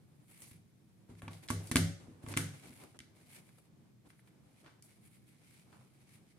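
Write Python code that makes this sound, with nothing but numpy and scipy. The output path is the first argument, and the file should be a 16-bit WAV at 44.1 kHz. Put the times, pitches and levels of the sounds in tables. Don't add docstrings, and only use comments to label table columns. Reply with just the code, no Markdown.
import sys
import numpy as np
from scipy import signal
from scipy.fft import rfft, irfft
from scipy.io import wavfile
from scipy.ndimage import uniform_filter1d

SR = 44100
rng = np.random.default_rng(int(sys.argv[2]) if len(sys.argv) > 2 else 0)


def int16_out(signal):
    q = np.round(np.clip(np.atleast_2d(signal).T, -1, 1) * 32767)
    wavfile.write(sys.argv[1], SR, q.astype(np.int16))


def gain_from_decibels(decibels):
    exponent = np.asarray(decibels, float) / 20
    return 10 ** exponent


N = 281358

# frequency in Hz, level in dB, t60 in seconds.
TABLE_MODES = [(66, -5, 0.14), (100.4, 5, .35), (142.3, 0.5, 0.22), (166.1, 0, .3), (208.7, -1.5, 0.28),
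               (245.7, 6.5, 0.15), (271.2, 0.5, .25), (319.8, -2, .2), (403, -8, .2), (495, -8, .2),
               (558, -14.5, 0.37), (619, -12, .12), (688, -11.5, .15), (840, -18.5, 0.23)]


def band(x, hz, width_hz):
    return signal.lfilter(*signal.iirpeak(hz, hz / width_hz, fs=SR), x)


def between(x, lo_hz, hi_hz):
    sos = signal.butter(2, [lo_hz, hi_hz], "band", fs=SR, output="sos")
    y = signal.sosfilt(sos, x)
    return y / np.std(y)


def walk(rate_hz):
    hold = int(SR / rate_hz)
    steps = np.repeat(rng.standard_normal(N // hold + 1), hold)
    return uniform_filter1d(steps, hold)[:N]


def pair(size, alike):
    mid, side = rng.standard_normal((2, size))
    same = 0.5 * min(alike, 1) / (1 + (np.fft.rfftfreq(size, 1 / SR) / 456) ** 2)
    mid = irfft(rfft(mid) * np.sqrt(0.5 + same), size)
    side = irfft(rfft(side) * np.sqrt(0.5 - same), size)
    return np.array([mid + side, mid - side])


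def decay(t, t60_s):
    return np.exp(-np.log(1000) * t / t60_s)


def ring(modes, near_hz, focus_db, scatter_db):
    t = np.arange(SR // 2) / SR
    hz, db, t60_s = np.transpose(modes)[:, :, None]
    db = db - focus_db * np.abs(np.log2(hz / near_hz)) + scatter_db[:len(modes), None]
    y = np.sum(gain_from_decibels(db) * np.sin(2 * np.pi * hz * t) * decay(t, t60_s), axis=0)
    return y / np.max(np.abs(y))


def hum():
    # frequency in Hz, density in dB per Hz.
    hum_spectrum = [(15, -75.5), (25, -38), (53, -20.5), (124, 1), (207, -4), (279, -14.5), (303, -9),
                    (347, -14), (946, -41), (1140, -34.5), (2450, -30.5), (2800, -38), (3040, -33.5),
                    (14600, -40.5), (16300, -56.5)]
    hz, db = np.transpose(hum_spectrum)
    f = np.fft.rfftfreq(N, 1 / SR)
    shaped = rfft(pair(N, 0.71)) * gain_from_decibels(np.interp(np.log(f + 1), np.log(hz), db))
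    low = irfft(shaped * (f < 450), N)
    high = irfft(shaped * (f >= 450), N)
    return (low * gain_from_decibels(1.4 * walk(14)) + high) * gain_from_decibels(-65) / np.std(low + high)


def room(left, right, spread):
    # band centre in Hz, t60 in seconds, wet level in dB.
    room_bands = [(148.3, .45, 4), (484, 0.48, 5), (1620, 0.46, 2), (4000, 0.46, 4), (8330, 0.33, 0.5)]
    t = np.arange(int(0.7 * SR)) / SR
    tail, noise = 0, pair(len(t), 0.98)
    for hz, t60_s, db in room_bands:
        part = between(noise, hz / 1.8, min(hz * 1.75, 0.45 * SR)) * decay(t, t60_s)
        tail = tail + gain_from_decibels(db) * part * np.sqrt(hz / (t60_s * SR * SR) * 30)
    tail = tail * np.clip((t - 0.003) / 0.003, 0, 1)
    direct = np.array([left, np.roll(right, 2)])
    return direct + signal.fftconvolve(spread[None], tail, axes=1)[:, :N]


def microphone(x):
    x = x + (gain_from_decibels(11) - 1) * band(x, 9600, 2440)
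    return signal.sosfilt(signal.butter(2, [55.6, 13340], "band", fs=SR, output="sos"), x)


def card():
    # time in seconds, hiss, scrape, drag and table rumble levels in dB.
    slides = [
        [(0.0, -88, -94, -92, -71), (0.076, -83, -90, -82, -73), (0.236, -79, -90, -97, -69),
         (0.276, -72, -76, -83, -82), (0.31, -62, -67.5, -85, -71), (0.364, -67, -67, -81, -80),
         (0.416, -55, -64, -77, -72), (0.426, -50, -64, -70, -64), (0.45, -64, -62, -76, -70.5),
         (0.49, -59, -71, -81, -68), (0.508, -64, -69, -96, -77), (0.514, -58, -60, -90, -77),
         (0.524, -66, -67, -87, -74), (0.638, -87, -87, -90, -72.5), (1.028, -83, -95, -93, -75.5),
         (1.078, -88, -96, -93, -76), (1.102, -78, -96, -83, -65), (1.2, -85, -66, -77, -77)],
        [(1.31, -71, -65, -66, -55), (1.342, -64.5, -64.5, -69, -58), (1.418, -75, -77, -77, -68),
         (1.432, -64, -59, -77, -60), (1.47, -64, -73.5, -82, -64)],
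        [(1.6, -67.5, -71, -69, -52), (1.632, -65.5, -68, -77, -55.5), (1.678, -56, -64, -71, -58),
         (1.688, -63, -65.5, -66, -67), (1.7, -54, -68, -76, -50.5)],
        [(2.0, -85, -82.5, -72, -58), (2.182, -90, -102, -82, -72), (2.22, -85, -93, -72, -64),
         (2.234, -66, -74, -77, -54), (2.26, -85, -70, -74, -59.5), (2.294, -50, -55.5, -79, -54),
         (2.33, -62, -51.5, -71, -53.5)],
        [(2.54, -72, -65, -74, -57), (2.62, -70, -69.5, -93, -69.5), (2.638, -69, -62.5, -67.5, -57.5),
         (2.714, -67, -64.5, -95, -63.5), (2.756, -65, -65, -75, -69), (2.838, -64, -62.5, -64, -54),
         (2.932, -82, -75, -82, -77), (2.948, -86, -85, -66, -65), (2.97, -84, -72, -75, -59.5)],
        [(3.03, -85, -79, -87, -66), (3.128, -91, -96, -83, -68.5), (3.168, -73, -70, -90, -64),
         (3.25, -77, -73, -77, -73), (3.354, -54.5, -58, -79, -64), (3.364, -59, -55.5, -77, -56.5),
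         (3.428, -74, -74, -92, -68.5), (3.572, -76, -76, -82, -76), (3.582, -68, -71.5, -73, -67),
         (3.63, -78, -88, -93, -72), (3.66, -81, -74, -80, -72), (3.7, -98, -97, -86, -73.5),
         (4.044, -96.5, -102, -91.5, -76.5), (4.074, -82, -96, -83, -63), (4.094, -71, -75.5, -91, -76.5),
         (4.104, -72, -65.5, -72, -81), (4.134, -84, -84, -87, -61), (4.202, -73, -77, -87, -89),
         (4.228, -88, -99, -99, -72.5), (4.282, -74, -72, -84, -74), (4.316, -94, -98, -91, -73.5),
         (4.612, -79, -72, -85, -68.5), (4.67, -86, -86, -58, -64), (4.7, -87, -74, -72, -77),
         (4.8, -109, -94, -81, -67)],
        [(4.84, -63, -81, -85, -68), (4.912, -74, -71, -96, -70.5), (5.002, -82, -82, -82, -73.5),
         (5.074, -63.5, -68, -90, -75), (5.092, -74, -78, -83, -72), (5.152, -68, -69, -90, -73),
         (5.204, -80, -79, -82, -76.5), (5.26, -82, -82, -94, -78), (5.286, -68.5, -70.5, -85, -76.5),
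         (5.37, -85, -77, -95, -72.5), (5.542, -69.5, -67.5, -90, -70), (5.568, -72, -66, -76, -78),
         (5.672, -83, -79, -91, -67.5), (5.736, -83, -72.5, -65.5, -69), (5.946, -80, -79.5, -85, -73.5),
         (6.018, -79, -73, -91, -72), (6.058, -90.5, -76.5, -97, -73.5), (6.144, -65, -65.5, -74, -74),
         (6.212, -89, -81, -84, -75), (6.314, -83, -73.5, -97, -71.5), (6.354, -91, -92, -84, -72),
         (6.38, -87, -95, -85, -70.5)],
    ]
    # frequency in Hz, width in Hz, level in dB.
    scrape_modes = [(1730, 230, -11), (2200, 320, 8), (2540, 2800, 1.5), (4200, 1500, -11)]
    rows = []
    for span in slides:
        before, after = span[0][0] - 0.02, span[-1][0] + 0.02
        rows += [[before] + 4 * [-100], *span, [after] + 4 * [-100]]
    s, *columns = np.transpose(rows)
    hiss_db, scrape_db, drag_db, rumble_db = (np.interp(np.arange(N) / SR, s, c) for c in columns)

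    slip = pair(N, 0.9) * gain_from_decibels(1.2 * walk(40) + 2.2 * walk(400))
    scrape = sum(gain_from_decibels(db) * band(slip, hz, width_hz) for hz, width_hz, db in scrape_modes)
    shake = pair(N, 0.9) * gain_from_decibels(3 * walk(25))
    rumble = sum(gain_from_decibels(db) * band(shake, hz, 12 / t60_s) for hz, db, t60_s in TABLE_MODES)

    out = gain_from_decibels(hiss_db - 8.5) * between(slip, 5500, 15000)
    out = out + gain_from_decibels(scrape_db) * scrape / np.std(scrape)
    out = out + gain_from_decibels(drag_db) * between(slip, 450, 1740)
    return out + gain_from_decibels(rumble_db) * rumble / np.std(rumble)


def thump(db, hz):
    push = signal.windows.hann(int(0.0012 * SR))
    modes = ring(TABLE_MODES, hz, 4.4, 3 * rng.standard_normal(16))
    return -gain_from_decibels(db) * signal.fftconvolve(modes, push / push.sum())[:SR // 2]


def crack(db, hz, edge_db, chatter_ms, wall_db):
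    # frequency in Hz, level in dB, t60 in seconds.
    punch_modes = [(1060, 2, 0.026), (1132, 6, 0.1), (1360, -15, 0.035), (1630, 6, 0.03), (1786, 1.5, 0.1),
                   (2110, 17.5, 0.022), (2300, 14, .05), (3340, 4, 0.018), (4820, 0, 0.025),
                   (5900, -3.5, 0.017)]
    t = np.arange(SR // 2) / SR
    fade = np.exp(-t / np.clip(chatter_ms / 1000, 0.0003, 0.008))
    mid, side = rng.standard_normal((2, len(t))) * fade
    walls = (t == 0) * np.sqrt(np.sum(mid ** 2)) * gain_from_decibels(wall_db)
    blow = np.array([mid + 0.47 * side, mid - 0.53 * side, walls])

    bare = band(band(blow, hz, 1.8 * hz), hz, 1.8 * hz)
    body = ring(punch_modes, hz, 16, 1.3 * rng.standard_normal(16))
    frame = signal.fftconvolve(blow[:, :SR // 20], body[None], axes=1)[:, :len(t)]
    edge = band(blow, 6130, 7000)

    out = 1.15 * bare / np.ptp(bare[0]) + 0.39 * frame / np.ptp(frame[0])
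    return gain_from_decibels(db) * (out + 1.45 * gain_from_decibels(edge_db) * edge / np.ptp(edge[0]))


def place(rows):
    out = np.zeros((3, N + SR))
    for s, sound in rows:
        start = int(s * SR)
        out[:, start:start + SR // 2] += sound
    return out[:, :N]


def contacts():
    # start in seconds, crack peak in dB, body ring in Hz, edge minus crack in dB,
    # chatter in ms, share thrown to the walls in dB.
    hits = [(0.42, -46.5, 4630, -2, 2, 4), (0.425, -56, 2170, -5, 2.2, -1.5),
            (0.512, -51, 2240, -5, 1.74, -10), (1.115, -61, 1940, -11, 2.2, 2),
            (1.152, -54, 1780, -18, 2.2, -1.5), (1.185, -61, 1660, 3, 2.2, 4),
            (1.22, -37, 1060, -9, 2.1, 5), (1.28, -33, 1170, -24, 3.4, -4),
            (1.332, -43.5, 2300, -12, 2.7, 2), (1.432, -53, 1170, -5, 2.2, -5.5),
            (1.478, -56, 2094, 5, 2.2, 5), (1.486, -31.5, 2200, -26, 4.3, 6.5),
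            (1.503, -26, 960, -2.5, 1.4, 0), (1.508, -25, 1916, -4, 1.8, -1.5),
            (1.672, -42, 4670, -6, 3, 2), (1.714, -26, 1950, -3, 3.6, -2.5),
            (1.72, -30.5, 2070, 1, 2.2, -6), (1.758, -12, 1650, -3, 3, -1),
            (1.767, -13, 2200, -31.5, 3.6, -1.5), (2.232, -53, 1040, -10, 2.2, 3),
            (2.264, -39, 1110, -15, 2.2, -5), (2.286, -42.5, 970, 3.5, 1.9, 1),
            (2.339, -30, 1680, -20, 3.8, 2), (2.367, -27, 1720, -8, 3.6, -2),
            (2.373, -16.5, 1630, -3.5, 2.7, -0.5), (2.99, -35, 3080, -15, 1.5, -13),
            (3.003, -39, 2030, -12, 1.8, 0.5), (3.491, -51.5, 1690, -12, 2.3, -6.5),
            (3.584, -58, 2090, -15, 2.2, -3.5), (4.103, -46.5, 1440, -14.5, 2, -1.5),
            (4.193, -53.5, 1420, -17, 2.4, 2), (4.275, -56, 1430, -13, 3.2, 5),
            (4.645, -55, 1560, -20, 2.2, 4), (4.662, -47, 1260, -21, 2.2, 8),
            (4.824, -46, 5900, -26, 2.8, -0.5), (5.728, -53, 1280, -15, 2.4, -1)]
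    # start in seconds, peak in dB, favoured pitch in Hz.
    thumps = [(0.514, -48.5, 112), (1.094, -44, 152), (1.111, -42.5, 104.6), (1.23, -46.5, 82),
              (1.23, -42.5, 98), (1.278, -39.5, 248), (1.503, -24.5, 253), (1.713, -25.5, 177),
              (1.756, -15, 203), (1.767, -21, 268), (2.082, -41, 243), (2.239, -38.5, 99.6),
              (2.276, -37, 99.6), (2.338, -37.5, 108), (2.367, -25, 215), (2.373, -28, 102),
              (2.699, -46, 299), (2.988, -53.5, 99.6), (3.003, -48.5, 192), (4.646, -56, 277)]
    cracks = [(s, crack(*row)) for s, *row in hits]
    return place(cracks + [(s, thump(*row)) for s, *row in thumps])


def scene():
    return microphone(room(*contacts()) + card()) + hum()


def low_pass(x):
    return signal.sosfilt(signal.butter(12, 16470, fs=SR, output="sos"), x)


def record(dry):
    return low_pass(dry)


dry = scene()
out = record(dry)
int16_out(out)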